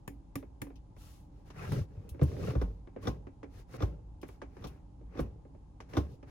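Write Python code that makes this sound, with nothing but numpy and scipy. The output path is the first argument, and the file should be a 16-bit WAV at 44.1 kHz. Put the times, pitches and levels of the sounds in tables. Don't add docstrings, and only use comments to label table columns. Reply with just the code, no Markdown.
import sys
import numpy as np
from scipy import signal
from scipy.io import wavfile

SR = 44100
rng = np.random.default_rng(int(sys.argv[2]) if len(sys.argv) > 2 else 0)


def store_wav(level_fs):
    pcm = np.round(np.clip(np.atleast_2d(level_fs), -1, 1) * 32767)
    wavfile.write(sys.argv[1], SR, pcm.T.astype(np.int16))


N = 277830
RING_SAMPLES = int(.3 * SR)
AGE_S = np.arange(RING_SAMPLES) / SR
BANDS_HZ = 22 * 2 ** (np.arange(29) / 3)
ZONE_EDGES_HZ = [140, 700, 2500, 7000]


# stop_s, clunk_db, hardness_db, rod_drag_db, thud_db, thud_hz, rock_db, rock_hz
SHIFTS = [(2.214, -26, -6.5, -72, -14.5, 140.7, -24.5, 77.8),
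          (2.552, -30, -6, -50, -23.5, 118.5, -25.5, 64.6), (2.614, -30.5, -2, -53.5, -39, 88, -28, 51.7),
          (3.071, -28, 2.5, -43.5, -27.5, 109.5, -34.5, 59.8), (3.822, -31, 1, -41.5, -20.5, 93, -30, 56.7),
          (4.641, -39.5, 4.5, -53, -44, 126, -46, 61), (5.191, -27.5, -3, -44.5, -34, 139, -33, 58.2),
          (5.968, -23.5, 0.5, -44.5, -23, 103, -30, 70.7)]
# pitch_hz, level_db, t60_s
GEARBOX_MODES = [(296, -3, 0.11), (333.6, -12, 0.12), (493.6, -3, 0.062), (730, -39, 0.23),
                 (1065, -15.5, 0.19), (1174, -3.5, 0.065), (1478, -13, 0.087), (2364, -22, 0.11),
                 (3550, 6.5, 0.01), (5580, -6, 0.074)]
# freq_hz, density_db (per Hz)
CLUNK_COLOUR = [(88, -29), (150, 0), (431, -4), (745, -12), (1560, -32), (2980, -55), (3700, -50.5),
                (4950, -59.5), (5570, -54), (8400, -62), (12200, -54), (14500, -59), (16000, -60)]
CLUNK_ZONES_DB = (-0.5, -8.5, -21.5, -32.5)
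DETENT_LEAD_S, DETENT_DB, DETENT_HARDNESS_DB = .018, 4, -0.5


def clunks(bank):
    out = np.zeros((2, N))
    for stop_s, clunk_db, hardness_db, drag_db, *_ in SHIFTS:
        detent = contact(CLUNK_ZONES_DB, drag_db + DETENT_DB, DETENT_HARDNESS_DB)
        stop = contact(CLUNK_ZONES_DB, clunk_db, hardness_db)
        for start_s, levels_db in (stop_s - DETENT_LEAD_S, detent), (stop_s, stop):
            impact = crack(levels_db[2] - 1.5, t60_s=0.055, low_hz=670, top_hz=1800)
            body = knock(bank, CLUNK_COLOUR, levels_db, contact_s=0.0017, build_cycles=1.36,
                         damping=0.64, tail_db=-19.5, tail_t60_s=0.31)
            housing = ring(GEARBOX_MODES, levels_db, build_cycles=1.3, scatter_db=1.5)
            add(out, start_s, impact)
            add(out, start_s, from_db(-4.5) * body)
            add(out, start_s, from_db(5.5) * housing)
    return out


# start_s, level_db, pitch_hz
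BUMPS = [(1.721, -25, 134), (1.774, -25.5, 132.4), (1.807, -28, 97), (1.972, -35.5, 94.4),
         (2.112, -30.5, 73)]
BUMP_T60_S = 0.11
THUD_DELAY_S, THUD_T60_S = 0.0058, 0.095
ROCK_DELAY_S, ROCK_T60_S = 0.0127, 0.3
NUDGE_DB, NUDGE_HZ, NUDGE_T60_S = 5, 111, 0.054


def thumps():
    out = np.zeros((2, N))
    for stop_s, *_, thud_db, thud_hz, rock_db, rock_hz in SHIFTS:
        add(out, stop_s + THUD_DELAY_S, swing(thud_db, thud_hz, THUD_T60_S))
        add(out, stop_s + ROCK_DELAY_S, swing(rock_db, rock_hz, ROCK_T60_S))
    for start_s, level_db, pitch_hz in BUMPS:
        add(out, start_s, swing(level_db, pitch_hz, BUMP_T60_S))
    for start_s, level_db, _ in TAPS:
        add(out, start_s, swing(level_db + NUDGE_DB, NUDGE_HZ, NUDGE_T60_S))
    return out


def swing(level_db, pitch_hz, t60_s):
    phase = 2 * np.pi * pitch_hz * AGE_S
    envelope = swell(0.54 / pitch_hz, t60_s)
    return from_db(level_db + 6.0) * envelope * stereo(np.sin(phase), np.cos(phase), pitch_hz)


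# start_s, level_db, hardness_db
TAPS = [(0.077, -40.5, 1), (0.355, -36.5, 2), (0.617, -37.5, 2)]
# pitch_hz, level_db, t60_s
LEVER_MODES = [(274.6, 3.5, 0.31), (371.3, 5.5, 0.05), (947, 20.5, 0.01), (1163, 11, 0.04),
               (1753, 5, 0.053), (2030, -41, 0.02), (2530, -42.5, 0.021), (5490, -19, 0.07),
               (7040, -9, 0.091)]
# freq_hz, density_db (per Hz)
TAP_COLOUR = [(88, -31), (150, -16), (315, -21.5), (689, -29), (1240, -42), (1390, -39.5), (2550, -32.5),
              (4490, -41), (5250, -42.5), (10600, 7), (12200, -26), (14000, -1.5), (16000, -69)]
TAP_ZONES_DB = (-0.5, -9, -19.5, -14.5)
# pitch_hz, level_db, t60_s
LEVER_HUM = (288, -2, 0.29)


def taps(bank):
    out = np.zeros((2, N))
    for start_s, level_db, hardness_db in TAPS:
        levels_db = contact(TAP_ZONES_DB, level_db, hardness_db)
        impact = crack(levels_db[4] + 5, t60_s=0.0059, low_hz=1500, top_hz=15500)
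        body = knock(bank, TAP_COLOUR, levels_db, contact_s=0.00061, build_cycles=0.97,
                     damping=3.1, tail_db=-17.5, tail_t60_s=0.19)
        lever = ring(LEVER_MODES, levels_db, build_cycles=2.8, scatter_db=4.5)
        hum = ring([LEVER_HUM], levels_db, build_cycles=3.7, scatter_db=1.0)
        add(out, start_s, impact)
        add(out, start_s, from_db(-2.5) * body)
        add(out, start_s, from_db(-3.0) * lever)
        add(out, start_s, hum)
    return out


# start_s, level_db, hardness_db
TICKS = [(0.427, -46.5, -3.5), (0.668, -50.5, -1), (0.703, -51, -2.5), (0.965, -59.5, 7),
         (1.502, -56.5, 12), (1.719, -35.5, 1), (2.146, -47.5, -7), (2.194, -40.5, -3.5), (2.282, -51.5, 2),
         (2.316, -51, 4), (2.366, -42, -5), (2.505, -41.5, 5.5), (2.873, -49, -3), (2.962, -38.5, -7),
         (3.269, -46.5, -1), (3.430, -45, 2.5), (3.442, -50.5, 0), (3.74, -41, -1), (3.804, -38, -7.5),
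         (4.23, -43.5, 4.5), (4.288, -52.5, 5.5), (4.417, -41.5, 4), (4.567, -53, 5.5), (5.011, -53, -14),
         (5.152, -46.5, -2), (5.451, -51, -12), (5.548, -52, -9.5), (5.803, -49.5, 9), (5.934, -44, 7.5),
         (6.228, -51, 3)]
# freq_hz, density_db (per Hz)
TICK_COLOUR = [(88, -39), (150, -12.5), (328, 0), (555, -3.5), (689, -18), (2020, -34), (2180, -25),
               (2360, -42.5), (3700, -55), (9820, -46.5), (12200, -61), (14500, -64), (16000, -60)]
TICK_ZONES_DB = (-0.5, -11, -30, -42)


def ticks(bank):
    out = np.zeros((2, N))
    for start_s, level_db, hardness_db in TICKS:
        levels_db = contact(TICK_ZONES_DB, level_db, hardness_db)
        impact = crack(levels_db[2] + 5, t60_s=0.008, low_hz=1130, top_hz=2240)
        body = knock(bank, TICK_COLOUR, levels_db, contact_s=0.00079, build_cycles=0.63,
                     damping=0.93, tail_db=-19.5, tail_t60_s=0.43)
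        lever = ring(LEVER_MODES, levels_db, build_cycles=.6, scatter_db=1.5)
        add(out, start_s, impact)
        add(out, start_s, from_db(-1.0) * body)
        add(out, start_s, from_db(-8) * lever)
    return out


# start_s, level_db, hardness_db
SNAPS = [(0.756, -68.5, -15), (1.719, -55.5, -3), (2.0904, -64, 3), (2.229, -62.5, 1), (2.616, -71, -1),
         (4.214, -66.5, -5), (4.28, -77.5, 7.5), (4.669, -60, -5), (5.2008, -63.5, -0.5)]


def snaps(bank):
    out = np.zeros((2, N))
    for start_s, edge_db, hardness_db in SNAPS:
        air_db = edge_db + hardness_db + 1.0
        add(out, start_s, crack(air_db + 9, t60_s=0.04, low_hz=6100, top_hz=15000))
        hiss = knock(bank, TAP_COLOUR, {3: edge_db, 4: air_db}, contact_s=0.00083, build_cycles=0.99,
                     damping=0.67, tail_db=-25, tail_t60_s=.16)
        add(out, start_s, hiss)
    return out


# freq_hz, density_db (per Hz)
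SLIDE_COLOUR = [(35, -12), (80, 6.5), (138, 7.5), (219, -26.5), (471, -15), (872, -35), (1330, -36),
                (1610, -34), (2930, -43), (7290, -44), (8280, -58), (9820, -25), (12100, -56), (14100, -45),
                (16000, -75)]
JUDDER_DB = 3


def sliding(bank):
    gains = friction()
    catch, grain = drift(130), drift(790)
    flutter_db = [-1.2 + 3.2 * catch, -1.1 + 1.5 * catch, -.3 + 0.6 * grain, 0.1 + 1.8 * grain]
    zone_gains = [gains[0] * from_db(JUDDER_DB), *(gains * from_db(flutter_db))]
    out = np.zeros((2, N + RING_SAMPLES))[:, :bank[0].shape[1]]
    for band, zone, share in zip(bank, *zone_shares(SLIDE_COLOUR)):
        out = out + band * share * zone_gains[zone]
    return out + slips(gains[1], per_s=90, size_db=5.5, level_db=-3.5)


# start_s, fastest_s, end_s, hiss_db, rasp_db and pressure_db (both relative to hiss_db)
STROKES = [(0.942, 1.026, 1.333, -67.5, -1.5, -13), (1.253, 1.38, 1.51, -84.5, 6, 19),
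           (1.432, 1.483, 1.55, -73.5, 6.5, 14), (1.497, 1.647, 1.727, -61.5, 13.5, 14),
           (1.61, 1.746, 1.884, -57.5, 4.5, 17.5), (1.81, 1.947, 3.1, -83, 9.5, 25),
           (2.18, 2.245, 2.92, -65.5, 1.5, 22), (2.324, 2.48, 2.57, -58, 6.5, 19.5),
           (3.002, 3.04, 3.09, -63.5, 3, 9), (3.473, 3.588, 3.66, -69, 5.5, 10.5),
           (3.653, 3.788, 3.77, -62, 7, 9), (4.214, 4.295, 4.42, -75, 5, -1),
           (4.428, 4.653, 4.88, -76.5, 11, 13), (5.88, 5.9, 6.22, -72.5, 8.5, 10),
           (6.038, 6.127, 6.2, -75, -5, 17.5), (6.253, 6.291, 6.4, -74, 13, 14)]
SPEED_POWER = 2.33
AIR_DB, SMOTHER_SHARE = -2, 0.19
RUN_UP_ZONES_DB, RUN_UP_DB_PER_S = (-3, -8.5, -19.5, -28), (196, 237, 292, 340)
SETTLE_ZONES_DB, SETTLE_DB_PER_S = (0, -12, -23, -24), (95.7, 184, 169, 225)


def friction():
    t = np.arange(0, N / SR, .001)
    power = 0
    for start_s, fastest_s, end_s, hiss_db, rasp_db, pressure_db in STROKES:
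        phase = np.interp(t, [start_s, fastest_s, end_s], [0, np.pi / 2, np.pi])
        speed = np.abs(np.sin(phase))
        air_db = AIR_DB - SMOTHER_SHARE * pressure_db
        zones_db = hiss_db + np.array([pressure_db, rasp_db, 0, air_db])
        power = power + np.outer(from_db(zones_db), speed ** SPEED_POWER) ** 2
    for stop_s, _, _, drag_db, *_ in SHIFTS:
        run_up_db = np.array(RUN_UP_ZONES_DB)[:, None] - np.outer(RUN_UP_DB_PER_S, stop_s - t)
        settle_db = np.array(SETTLE_ZONES_DB)[:, None] - np.outer(SETTLE_DB_PER_S, t - stop_s)
        power = power + from_db(drag_db + np.where(t < stop_s, run_up_db, settle_db)) ** 2
    return np.array([np.interp(np.arange(N) / SR, t, gain) for gain in np.sqrt(power)])


# pitch_hz, level_db, t60_s
ROD_MODES = [(510, -1, 0.041), (1135, 0.5, 0.042), (1200, -11.5, 0.014), (1720, -6, 0.01),
             (2410, -8, 0.045)]
GRIP_OCTAVES = 0.24


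def slips(scrape, per_s, size_db, level_db):
    out, sets = np.zeros((2, N)), 6
    for _ in range(sets):
        sizes_db = size_db * np.minimum(rng.exponential(1, N), 2) + level_db
        sizes = from_db(sizes_db) * rng.choice([-1, 1], N)
        clicks = scrape * sizes * (rng.random(N) < per_s / sets / SR)
        modes = [(hz * 2 ** (GRIP_OCTAVES * rng.uniform(-0.94, 1)), db, t60_s) for hz, db, t60_s in ROD_MODES]
        rods = ring(modes, np.zeros(len(ZONE_EDGES_HZ) + 1), build_cycles=1.0, scatter_db=3.5)
        out += signal.oaconvolve(clicks[None], rods, axes=1)[:, :N]
    return out


# freq_hz, density_db (per Hz)
RUMBLE_COLOUR = [(12, -43), (20, -8.5), (44, -0.5), (107, -3), (177, -12), (210, -21), (285, -13.5),
                 (328, -38), (513, -21), (949, -25), (1330, -44.5), (9670, -52.5), (12800, -94),
                 (14700, -61), (16000, -72)]
RUMBLE_RMS_DB = -55
# freq_hz, width_hz, level_db
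CABIN_MODES = [(52.4, 9.2, -56), (163, 46, -65.5), (286, 86, -67.5), (822, 67, -74.5)]


def rumble(bank):
    gains = from_db(at_hz(RUMBLE_COLOUR, BANDS_HZ)) * np.sqrt(BANDS_HZ)
    out = sum(gain * band[:, ::-1] for gain, band in zip(gains, bank))
    out = from_db(RUMBLE_RMS_DB) * out / rms(out)
    for freq_hz, width_hz, level_db in CABIN_MODES:
        air = rng.standard_normal((2, N))
        for q in (freq_hz / width_hz, 2):
            air = signal.lfilter(*signal.iirpeak(freq_hz, q, fs=SR), air)
        out += from_db(level_db) * stereo(*air / rms(air), freq_hz)
    return out


# left_delay_ms, right_delay_ms, level_db
REFLECTIONS = [(1.9, 1.402, -18.5), (3.1, 3.7, -16), (5.7, 4.9, -16)]


def console(dry):
    bright = signal.sosfilt(signal.butter(1, 450, "high", fs=SR, output="sos"), dry)
    thrown, power = bright.copy(), 1
    for *delays_ms, level_db in REFLECTIONS:
        power += from_db(level_db) ** 2
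        for side, delay_ms in enumerate(delays_ms):
            add(thrown[side:side + 1], delay_ms / 1000, from_db(level_db) * bright[side])
    return dry - bright + thrown / np.sqrt(power)


HARDNESS_SHARE = (0.082, .9, 2.03, 1.9)


def contact(zones_db, level_db, hardness_db):
    levels_db = level_db + np.array(zones_db) + hardness_db * np.array(HARDNESS_SHARE)
    return dict(enumerate(levels_db, 1))


def crack(peak_db, t60_s, low_hz, top_hz):
    burst = rng.standard_normal(RING_SAMPLES) * swell(t60_s / 20, t60_s) + 1e-18
    band_hz = [low_hz, min(top_hz, .4 * SR)]
    burst = signal.sosfilt(signal.butter(2, band_hz, "band", fs=SR, output="sos"), burst)
    return from_db(peak_db) * burst / np.abs(burst).max()


# freq_hz, t60_s
DECAY = [(150, 0.1), (500, 0.054), (1500, 0.1), (5000, 0.054), (14000, 0.084)]
LEVEL_SAMPLES = int(.02 * SR)


def knock(bank, colour, levels_db, contact_s, build_cycles, damping, tail_db, tail_t60_s):
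    out = np.zeros((2, RING_SAMPLES))
    start = rng.integers(0, N - RING_SAMPLES)
    for band, hz, zone, share in zip(bank, BANDS_HZ, *zone_shares(colour)):
        if zone in levels_db:
            rise_s = contact_s + build_cycles / hz
            tail = from_db(tail_db) * swell(rise_s, tail_t60_s)
            shape = swell(rise_s, at_hz(DECAY, hz) / damping) + tail
            burst = band[:, start:start + RING_SAMPLES] * shape
            burst = burst / rms(burst) * np.sqrt(LEVEL_SAMPLES / RING_SAMPLES)
            out += burst * share * from_db(levels_db[zone])
    return out


def ring(modes, levels_db, build_cycles, scatter_db):
    out = 0
    for pitch_hz, level_db, t60_s in modes:
        phase = 2 * np.pi * (pitch_hz * AGE_S + rng.random())
        zone = max(1, np.searchsorted(ZONE_EDGES_HZ, pitch_hz))
        gain = from_db(level_db + levels_db[zone] + scatter_db * rng.normal())
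        envelope = swell(build_cycles / pitch_hz, t60_s)
        out = out + gain * envelope * stereo(np.sin(phase), np.cos(phase), pitch_hz)
    return out


def swell(rise_s, t60_s):
    return (1 - np.exp(-(AGE_S / rise_s) ** 2)) * from_db(-60 * AGE_S / t60_s)


def noise_bank():
    white, bank = rng.standard_normal((3, 2, N + RING_SAMPLES)), []
    for k, hz in enumerate(BANDS_HZ):
        edges_hz = hz * 2 ** (np.array([-1, 1]) / 6)
        band_pass = signal.butter(2, edges_hz, "band", fs=SR, output="sos")
        band = signal.sosfilt(band_pass, white[k % 3])[:, RING_SAMPLES:]
        bank.append(stereo(*band / rms(band), hz))
    return bank


def zone_shares(colour):
    zones = np.searchsorted(ZONE_EDGES_HZ, BANDS_HZ)
    power = from_db(at_hz(colour, BANDS_HZ)) ** 2 * BANDS_HZ
    return zones, np.sqrt(power / np.bincount(zones, power)[zones])


# freq_hz, side_over_mid_db
WIDTH = [(30, -25), (80, -15), (170, -12), (350, -8), (600, 0), (1200, -1), (2500, -1), (6000, 1),
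         (8000, -12), (14000, -14)]
# freq_hz, left_over_right_db
BALANCE = [(60, -0.5), (170, 1.5), (350, -3.5), (700, -0.5), (1400, 2), (5500, 4.5), (11000, -1)]
DIRECT_HZ, LEFT_LAG_SAMPLES = 7000, 13


def stereo(mid, side, hz):
    width, sign = from_db(at_hz(WIDTH, hz)), np.array([[1], [-1]])
    spread = (mid + width * side * sign) / np.hypot(1, width)
    left, right = spread * from_db(sign * at_hz(BALANCE, hz) / 2)
    return np.array([np.roll(left, LEFT_LAG_SAMPLES * int(hz > DIRECT_HZ)), right])


def drift(knots_per_s):
    knots = rng.standard_normal(int(N / SR * knots_per_s) + 2)
    return np.interp(np.arange(N) / SR * knots_per_s, np.arange(len(knots)), knots)


def from_db(db):
    return 10 ** (np.asarray(db) / 20)


def rms(x):
    return np.sqrt(np.mean(x ** 2) + 1e-20)


def at_hz(points, hz):
    freqs_hz, values = np.array(points).T
    return np.interp(np.log(hz), np.log(freqs_hz), values)


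def add(out, start_s, sound):
    start = round(start_s * SR)
    out[:, start:start + sound.shape[-1]] += sound[..., :N - start]


def scene():
    bank = noise_bank()
    contacts = clunks(bank) + taps(bank) + ticks(bank) + snaps(bank) + sliding(bank)
    return console(contacts + rumble(bank)) + thumps()


# freq_hz, q (raised to at least .9), gain_db
MICROPHONE = [(652, 5.7, -7.5), (1150, 0.78, -0.5), (15700, 8.3, 3.5)]
CUTOFF_HZ = 16000


def record(dry):
    for freq_hz, q, gain_db in MICROPHONE:
        peak = signal.lfilter(*signal.iirpeak(freq_hz, max(q, .9), fs=SR), dry)
        dry = dry + (from_db(gain_db) - 1) * peak
    return signal.sosfilt(signal.ellip(10, .2, 80, CUTOFF_HZ, fs=SR, output="sos"), dry)


dry = scene()
out = record(dry)
store_wav(out)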